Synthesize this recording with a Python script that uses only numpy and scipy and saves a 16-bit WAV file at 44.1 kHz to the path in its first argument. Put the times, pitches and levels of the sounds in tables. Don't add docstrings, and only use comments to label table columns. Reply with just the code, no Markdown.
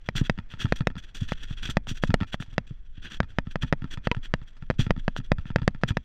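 import sys
import numpy as np
from scipy import signal
from scipy.fft import rfft, irfft, next_fast_len
from scipy.io import wavfile
from scipy.ndimage import uniform_filter1d, map_coordinates

SR = 44100
rng = np.random.default_rng(int(sys.argv[2]) if len(sys.argv) > 2 else 0)


def to_wav(s):
    ch = np.atleast_2d(s).T
    pcm = np.round(np.clip(ch, -1, 1) * 32767)
    wavfile.write(sys.argv[1], SR, pcm.astype(np.int16))


N = 266364

# (time [s], level [dB])
SWAY_LEVELS = [(0.0, -49), (0.2, -32), (0.54, -46), (0.72, -34), (1.14, -46), (1.21, -36), (1.98, -35.5),
               (2.17, -27), (2.22, -43.5), (4.39, -35), (4.51, -48), (4.84, -29), (5.26, -38.5),
               (5.33, -25.5), (5.42, -38.5), (5.58, -35.5), (6.01, -41.5), (6.04, -52)]
# (frequency [Hz], relative level per Hz [dB])
SWAY_COLOUR = [(5, -6), (12, -1), (21, 4.5), (30, -14), (45, -9.5), (70, -28), (120, -29), (250, -46),
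               (600, -57.5), (2000, -100)]
# (frequency [Hz], relative level per Hz [dB])
GRASS_COLOUR = [(100, 20.5), (300, 4.5), (500, 2.5), (900, -2.5), (1600, 3), (2250, -1), (3200, -21),
                (4300, -15.5), (6000, -19), (9000, -36), (10500, -48), (15000, -48.5)]
# (start [s], length [s], level [dB], extra treble [dB])
CLOTH_STROKES = [(0.062, 0.017, -46.5, 0), (0.16, 0.049, -33.5, 4.5), (0.239, 0.034, -39.5, -0.5),
                 (0.508, 0.021, -38, -2), (0.595, 0.048, -35, 1.5), (0.68, 0.063, -50, -1),
                 (0.759, 0.034, -42.5, 6.5), (0.982, 0.015, -43, 3.5), (1.029, 0.028, -50.5, 1.5),
                 (1.081, 0.022, -54, -2), (1.147, 0.045, -42, 7.5), (1.201, 0.062, -48, 3.5),
                 (1.279, 0.056, -39.5, 0), (1.353, 0.086, -51, -4), (1.413, 0.045, -42, 1.5),
                 (1.474, 0.07, -45.5, 0), (1.571, 0.045, -48, -1.5), (1.633, 0.053, -34.5, 0.5),
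                 (1.699, 0.018, -34, 8), (1.877, 0.052, -39, 8), (1.946, 0.039, -47, 5.5),
                 (2.026, 0.021, -36.5, 5.5), (2.068, 0.012, -40, 4), (2.275, 0.029, -47.5, 2.5),
                 (2.331, 0.014, -36, 0), (2.403, 0.036, -40.5, 5), (2.525, 0.017, -49.5, 0),
                 (2.669, 0.032, -53.5, 2), (2.973, 0.032, -52.5, -13), (3.032, 0.024, -37, -1.5),
                 (3.052, 0.035, -38, -9), (3.105, 0.064, -40, 0), (3.294, 0.028, -49, 0),
                 (3.51, 0.02, -47, 2), (3.624, 0.0088, -31, -0.5), (3.66, 0.034, -47, -1.5),
                 (3.909, 0.037, -39, 3), (4.044, 0.024, -41, -3.5), (4.233, 0.041, -44.5, -1),
                 (4.474, 0.039, -58.5, 4), (4.794, 0.027, -26, 3), (4.842, 0.014, -44.5, 3),
                 (4.988, 0.011, -44.5, -2.5), (5.172, 0.011, -35, 4.5), (5.244, 0.022, -49.5, 1.5),
                 (5.459, 0.033, -50, -4), (5.886, 0.0086, -28.5, 3)]
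# (frequency [Hz], relative level per Hz [dB])
CLOTH_COLOUR = [(100, 1), (270, -5.5), (550, -21), (1100, -20), (1450, -7.5), (2300, -18.5), (3000, -9),
                (4600, -18), (6500, -23), (9000, -33), (10200, -52), (12000, -35), (14500, -37.5),
                (15800, -76)]
# (centre [Hz], width [Hz], lift [dB])
CASE_COLOUR = [(1764, 470, 7), (2553, 450, 7.5), (3348, 315, 12), (4330, 160, -1), (5380, 400, -14.5),
               (5650, 610, 11.5), (7500, 48, 11), (8960, 310, 7)]
# (frequency [Hz], relative level per Hz [dB])
HARNESS_COLOUR = [(20, -14.5), (50, 2.5), (100, 9), (180, -11), (255, 0.5), (320, -23.5), (550, -34),
                  (1000, -34.5), (3000, -76.5)]
# (time [s], thump level [dB], tick level [dB])
SOFT_BUMPS = [(0.1535, -15.5, -32.5), (0.2125, -8.5, -38), (0.377, -22, -38.5), (0.3873, -17, -34),
              (0.538, -27, -37.5), (0.573, -43, -51), (0.646, -11.5, -50), (0.6552, -20.5, -27),
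              (0.807, -12.5, -28), (0.902, -30, -38.5), (0.9546, -27, -40.5), (0.966, -22.5, -37.5),
              (1.217, -17, -58), (1.5083, -22, -43), (1.69, -21.5, -33), (1.6979, -29, -35),
              (1.8759, -22, -45), (1.9118, -19, -60), (2.093, -11.5, -55), (2.1044, -18, -29),
              (2.2109, -17, -29.5), (2.2216, -17.5, -33), (2.2318, -25.5, -31.5), (2.401, -16, -38),
              (2.479, -34, -60), (2.527, -28.5, -55), (2.708, -24, -52), (2.977, -32.5, -58),
              (3.231, -26, -35.5), (3.47, -24, -43.5), (3.6341, -10, -28), (3.8205, -25, -40.5),
              (3.842, -18.5, -35.5), (3.9738, -22.5, -36.5), (4.167, -17, -40), (4.416, -30, -48),
              (4.624, -23, -41.5), (4.7912, -7.5, -49), (4.7994, -9, -32), (4.866, -17.5, -35),
              (4.8956, -22, -45), (4.9641, -27, -41), (4.9761, -19.5, -44), (5.186, -20.5, -50),
              (5.201, -25, -41), (5.384, -18, -34), (5.455, -27, -43), (5.503, -21.5, -36),
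              (5.585, -24, -33.5), (5.6184, -15.5, -30.5), (5.7476, -30.5, -39.5), (5.848, -22.5, -45),
              (5.906, -11, -28)]
# (mean frequency [Hz], mean level [dB], 60 dB decay time [s])
JOINT_MODES = [(233.5, 5, 0.04), (500, 7, 0.0026), (909, -8.5, 0.041), (1331, 1.5, 0.025),
               (1773, 2.5, 0.016), (2440, -26, 0.18), (2710, -0.5, 0.0078), (3380, -3.5, 0.017),
               (4700, -8, .012)]
# (time [s], level [dB])
DRY_TAPS = [(1.8709, -38), (2.2047, -38), (2.4248, -35.5), (4.148, -35), (5.1646, -28)]
# (mean frequency [Hz], mean level [dB], 60 dB decay time [s])
TAP_MODES = [(790, -2, 0.0045), (1465, 5.5, 0.0063), (3000, 4, 0.0042)]
# (time [s], level [dB])
BUCKLE_BLOWS = [(4.1149, -16), (4.117, -28)]
# (mean frequency [Hz], mean level [dB], 60 dB decay time [s])
BUCKLE_MODES = [(200, 13, 0.0098), (470, -9, 0.04), (983, -1.5, 0.039), (1330, -9, 0.026),
                (1930, 0, 0.0091), (2600, 8.5, 0.0056), (2950, -5, 0.013), (3870, -9, 0.0094),
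                (6400, -20, 0.012)]
# (time [s], strength [dB], corner of the contact's treble [Hz])
STOP_HITS = [(0.0888, -6, 2770), (0.2976, -0.5, 2750), (0.7236, 1.5, 2300), (0.8717, 0.5, 2820),
             (1.3209, -5.5, 2120), (1.7703, 2.5, 2260), (2.0374, -0.4, 2270), (2.142, 4.5, 2500),
             (2.3435, -9, 2260), (2.5811, -0.5, 2600), (3.2036, 0, 2210), (3.3862, -0.8, 2430),
             (3.5574, -5, 2000), (3.7265, 2, 2060), (3.7336, -7, 1650), (4.072, -0.7, 1970),
             (4.3392, -2, 2800), (4.7018, -0.5, 1780), (4.7097, -7.5, 1780), (4.9074, 1.5, 2140),
             (5.0806, -1.1, 1940), (5.3186, 3.5, 1980), (5.5602, 2.5, 2120), (5.6785, 4.5, 2340),
             (5.8357, 0, 2300), (5.9708, -3, 2560)]
# (frequency [Hz], width [Hz], gain [dB])
MOUNT_MODES = [(53, 86, 23), (125.4, 75.3, 27.5), (191.6, 33, 12.5), (521, 313, 18.5), (933, 84, 8),
               (1286, 420, 14), (1760, 346, 21), (2030, 85, -7.5), (2540, 136, 17.5), (3126, 350, 14),
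               (3845, 165, 16.5), (4796, 310, 20), (5750, 170, 15), (11800, 3700, 14.5)]


def amp(db):
    return 10 ** (np.asarray(db) / 20)


def unit(x):
    return x / np.sqrt(np.mean(x ** 2) + 1e-20)


def along(points, hz):
    f, v = np.transpose(points)
    return np.interp(np.log(hz + 1), np.log(f + 1), v)


def wobble(rate):
    knots = rng.standard_normal(int(N * rate / SR) + 4)
    return map_coordinates(knots, [np.arange(N) * rate / SR])


def filtered(x, response):
    m = next_fast_len(N + SR // 2)
    hz = np.fft.rfftfreq(m, 1 / SR)
    return irfft(rfft(x, m) * response(hz), m)[:N]


def noise(colour):
    return unit(filtered(rng.standard_normal(N), lambda hz: amp(along(colour, hz))))


def resonances(modes, hz):
    return sum(amp(db) * 1j * hz * w / (c * c - hz * hz + 1j * hz * w) for c, w, db in modes)


def add(track, s, sound):
    part = track[max(round(s * SR), 0):][:len(sound)]
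    part += sound[:len(part)]


def strike(modes, scuff_db, scuff_t60, dull_hz):
    t = np.arange(SR // 10) / SR
    hz, db, t60 = np.transpose(modes)[:, :, None]
    level, detune = rng.standard_normal((2, len(modes), 1))
    side = rng.choice([-1, 1], (len(modes), 1))
    pitch = hz * (1 + 0.016 * detune)
    decay = amp(db + 2 * level - 60 * t / t60)
    ring = np.sum(side * decay * np.sin(2 * np.pi * pitch * t), axis=0)
    scuff = amp(scuff_db - 60 * t / scuff_t60) * rng.standard_normal(len(t))
    b, a = signal.butter(3, min(dull_hz, SR / 3), fs=SR)
    sound = signal.lfilter(b, a, ring + scuff)
    return sound / np.sqrt(np.mean(sound[:SR // 250] ** 2))


def shaken(hits, t60):
    power = np.zeros(N)
    t = np.arange(SR // 2) / SR
    for s, db, *_ in hits:
        envelope = amp(db - 60 * t / t60) * (1 - np.exp(-t / 0.0037))
        add(power, s, envelope ** 2)
    return np.sqrt(power)


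def ride(sway_db=2, grass_db=-63, flutter_db=3, tuft_db=2, tuft_rate=160):
    level_db = np.interp(np.arange(N) / SR, *np.transpose(SWAY_LEVELS))
    swing = noise(SWAY_COLOUR)
    size = np.sqrt(np.abs(uniform_filter1d(swing ** 2, size=SR // 6)))
    sway = amp(level_db + sway_db) * swing / size
    patches = amp(flutter_db * wobble(4.7))
    stalks = unit(amp(tuft_db * wobble(tuft_rate)))
    return sway + amp(grass_db) * patches * stalks * noise(GRASS_COLOUR)


def jacket(grain_db=2.5, grain_rate=450, catch_db=3.36, catch_rate=90, treble_hz=4600,
           rustle_db=-70, fidget_db=4, fidget_rate=22):
    attack_s, release_s = 0.004, 0.0053
    sag_db_per_s = 41
    t = np.arange(-(SR // 20), SR // 5) / SR

    def step(u):
        return (1 + np.tanh(u / 2)) / 2

    def case_lift(hz):
        return amp(sum(db / (1 + (2 * (hz - c) / w) ** 2) for c, w, db in CASE_COLOUR))

    faint = amp(rustle_db + fidget_db * wobble(fidget_rate))
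    body_power, treble_power = faint ** 2, faint ** 2
    for start, length, db, treble_db in CLOTH_STROKES:
        loose = step(t * amp(treble_db) / attack_s)
        stick = step((length - t) / release_s)
        power = (amp(db - sag_db_per_s * t) * loose * stick) ** 2
        add(body_power, start + t[0], power)
        add(treble_power, start + t[0], power * amp(treble_db) ** 2)
    weave = unit(amp(grain_db * wobble(grain_rate) + catch_db * wobble(catch_rate)))
    rub = unit(filtered(noise(CLOTH_COLOUR) * weave, case_lift))
    treble = filtered(rub, lambda hz: hz ** 6 / (hz ** 6 + treble_hz ** 6))
    return np.sqrt(body_power) * (rub - treble) + np.sqrt(treble_power) * treble


def settling(after_thump_db=-10, after_clack_db=-30):
    after_thumps = amp(after_thump_db) * shaken(SOFT_BUMPS, t60=0.09)
    after_clacks = amp(after_clack_db) * shaken(STOP_HITS, t60=0.11)
    return (after_thumps + after_clacks) * noise(HARNESS_COLOUR)


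def thumps(level_db=17, harness_hz=90, pad_s=0.001, pad_spread=0.19):
    thump_lag_s = 0.00263
    follow_s, follow_db = 0.00595, -24.5
    force = np.zeros(N)
    t = np.arange(-(SR // 100), SR // 100) / SR
    blows = [(s + thump_lag_s, db) for s, db, _ in SOFT_BUMPS]
    blows += [(s + follow_s, db + follow_db) for s, db, _ in STOP_HITS]
    for (s, db), softness in zip(blows, rng.standard_normal(len(blows))):
        width_s = pad_s * np.exp(pad_spread * softness)
        push = np.exp(-0.5 * (t / width_s) ** 2)
        add(force, s + t[0], -amp(db + level_db) * push / push.sum())
    return filtered(force, lambda hz: resonances(MOUNT_MODES, hz) * 1j * hz / (harness_hz + 1j * hz))


def rattles(tick_db=-1, stray_db=-60, stray_spread_db=3, stray_count=45):
    rebound_s, rebound_db = 0.012, -11.5
    out = np.zeros(N)
    for s, _, db in SOFT_BUMPS:
        for delay, loss_db in [(0, 0), (rebound_s, rebound_db)]:
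            tick = strike(JOINT_MODES, scuff_db=-4, scuff_t60=0.037, dull_hz=4000)
            add(out, s + delay, amp(db + tick_db + loss_db) * tick)
    for s, db in DRY_TAPS:
        add(out, s, amp(db) * strike(TAP_MODES, scuff_db=-9, scuff_t60=0.022, dull_hz=4960))
    for s, db in BUCKLE_BLOWS:
        add(out, s, amp(db) * strike(BUCKLE_MODES, scuff_db=-5, scuff_t60=0.026, dull_hz=3840))
    stray_times = rng.uniform(0, N / SR, stray_count)
    for s, size in zip(stray_times, rng.standard_normal(stray_count)):
        tick = strike(JOINT_MODES, scuff_db=4.5, scuff_t60=0.082, dull_hz=4500)
        add(out, s, amp(stray_db + stray_spread_db * size) * tick)
    return out


def clacks(vary_db=0.4, detune=0.051, chatter_db=-36, chatter_t60=0.029, ring_db=-41):
    out = np.zeros(N)
    t = np.arange(SR // 5) / SR
    hz = np.fft.rfftfreq(len(t), 1 / SR)
    for s, db, contact_hz in STOP_HITS:
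        push = amp(chatter_db - 60 * t / chatter_t60) * rng.standard_normal(len(t))
        push[0] = 1
        chance = rng.standard_normal((len(MOUNT_MODES), 2))
        modes = [(c * (1 + detune * a), w, g + vary_db * b)
                 for (c, w, g), (a, b) in zip(MOUNT_MODES, chance)]
        contact = 1 / (1 + 1j * hz / contact_hz) ** 3
        body = irfft(rfft(push) * resonances(modes, hz) * contact)
        add(out, s, -amp(db) * body)
        ring = strike(JOINT_MODES, scuff_db=2.5, scuff_t60=0.022, dull_hz=5900)
        add(out, s, amp(db + ring_db) * ring)
    return out


def scene():
    return (clacks() + thumps() + settling() + rattles() + jacket() + ride())[None]


def record(dry, ceiling=0.75, fade_hz=12500, top_hz=15757):
    held = dry[0] / (1 + np.abs(dry[0] / ceiling) ** 10) ** (1 / 10)
    b, a = signal.butter(2, fade_hz, fs=SR)
    soft = signal.lfilter(b, a, held)
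    return filtered(soft, lambda hz: 1 / (1 + (hz / top_hz) ** 80))[None]


dry = scene()
out = record(dry)
to_wav(out)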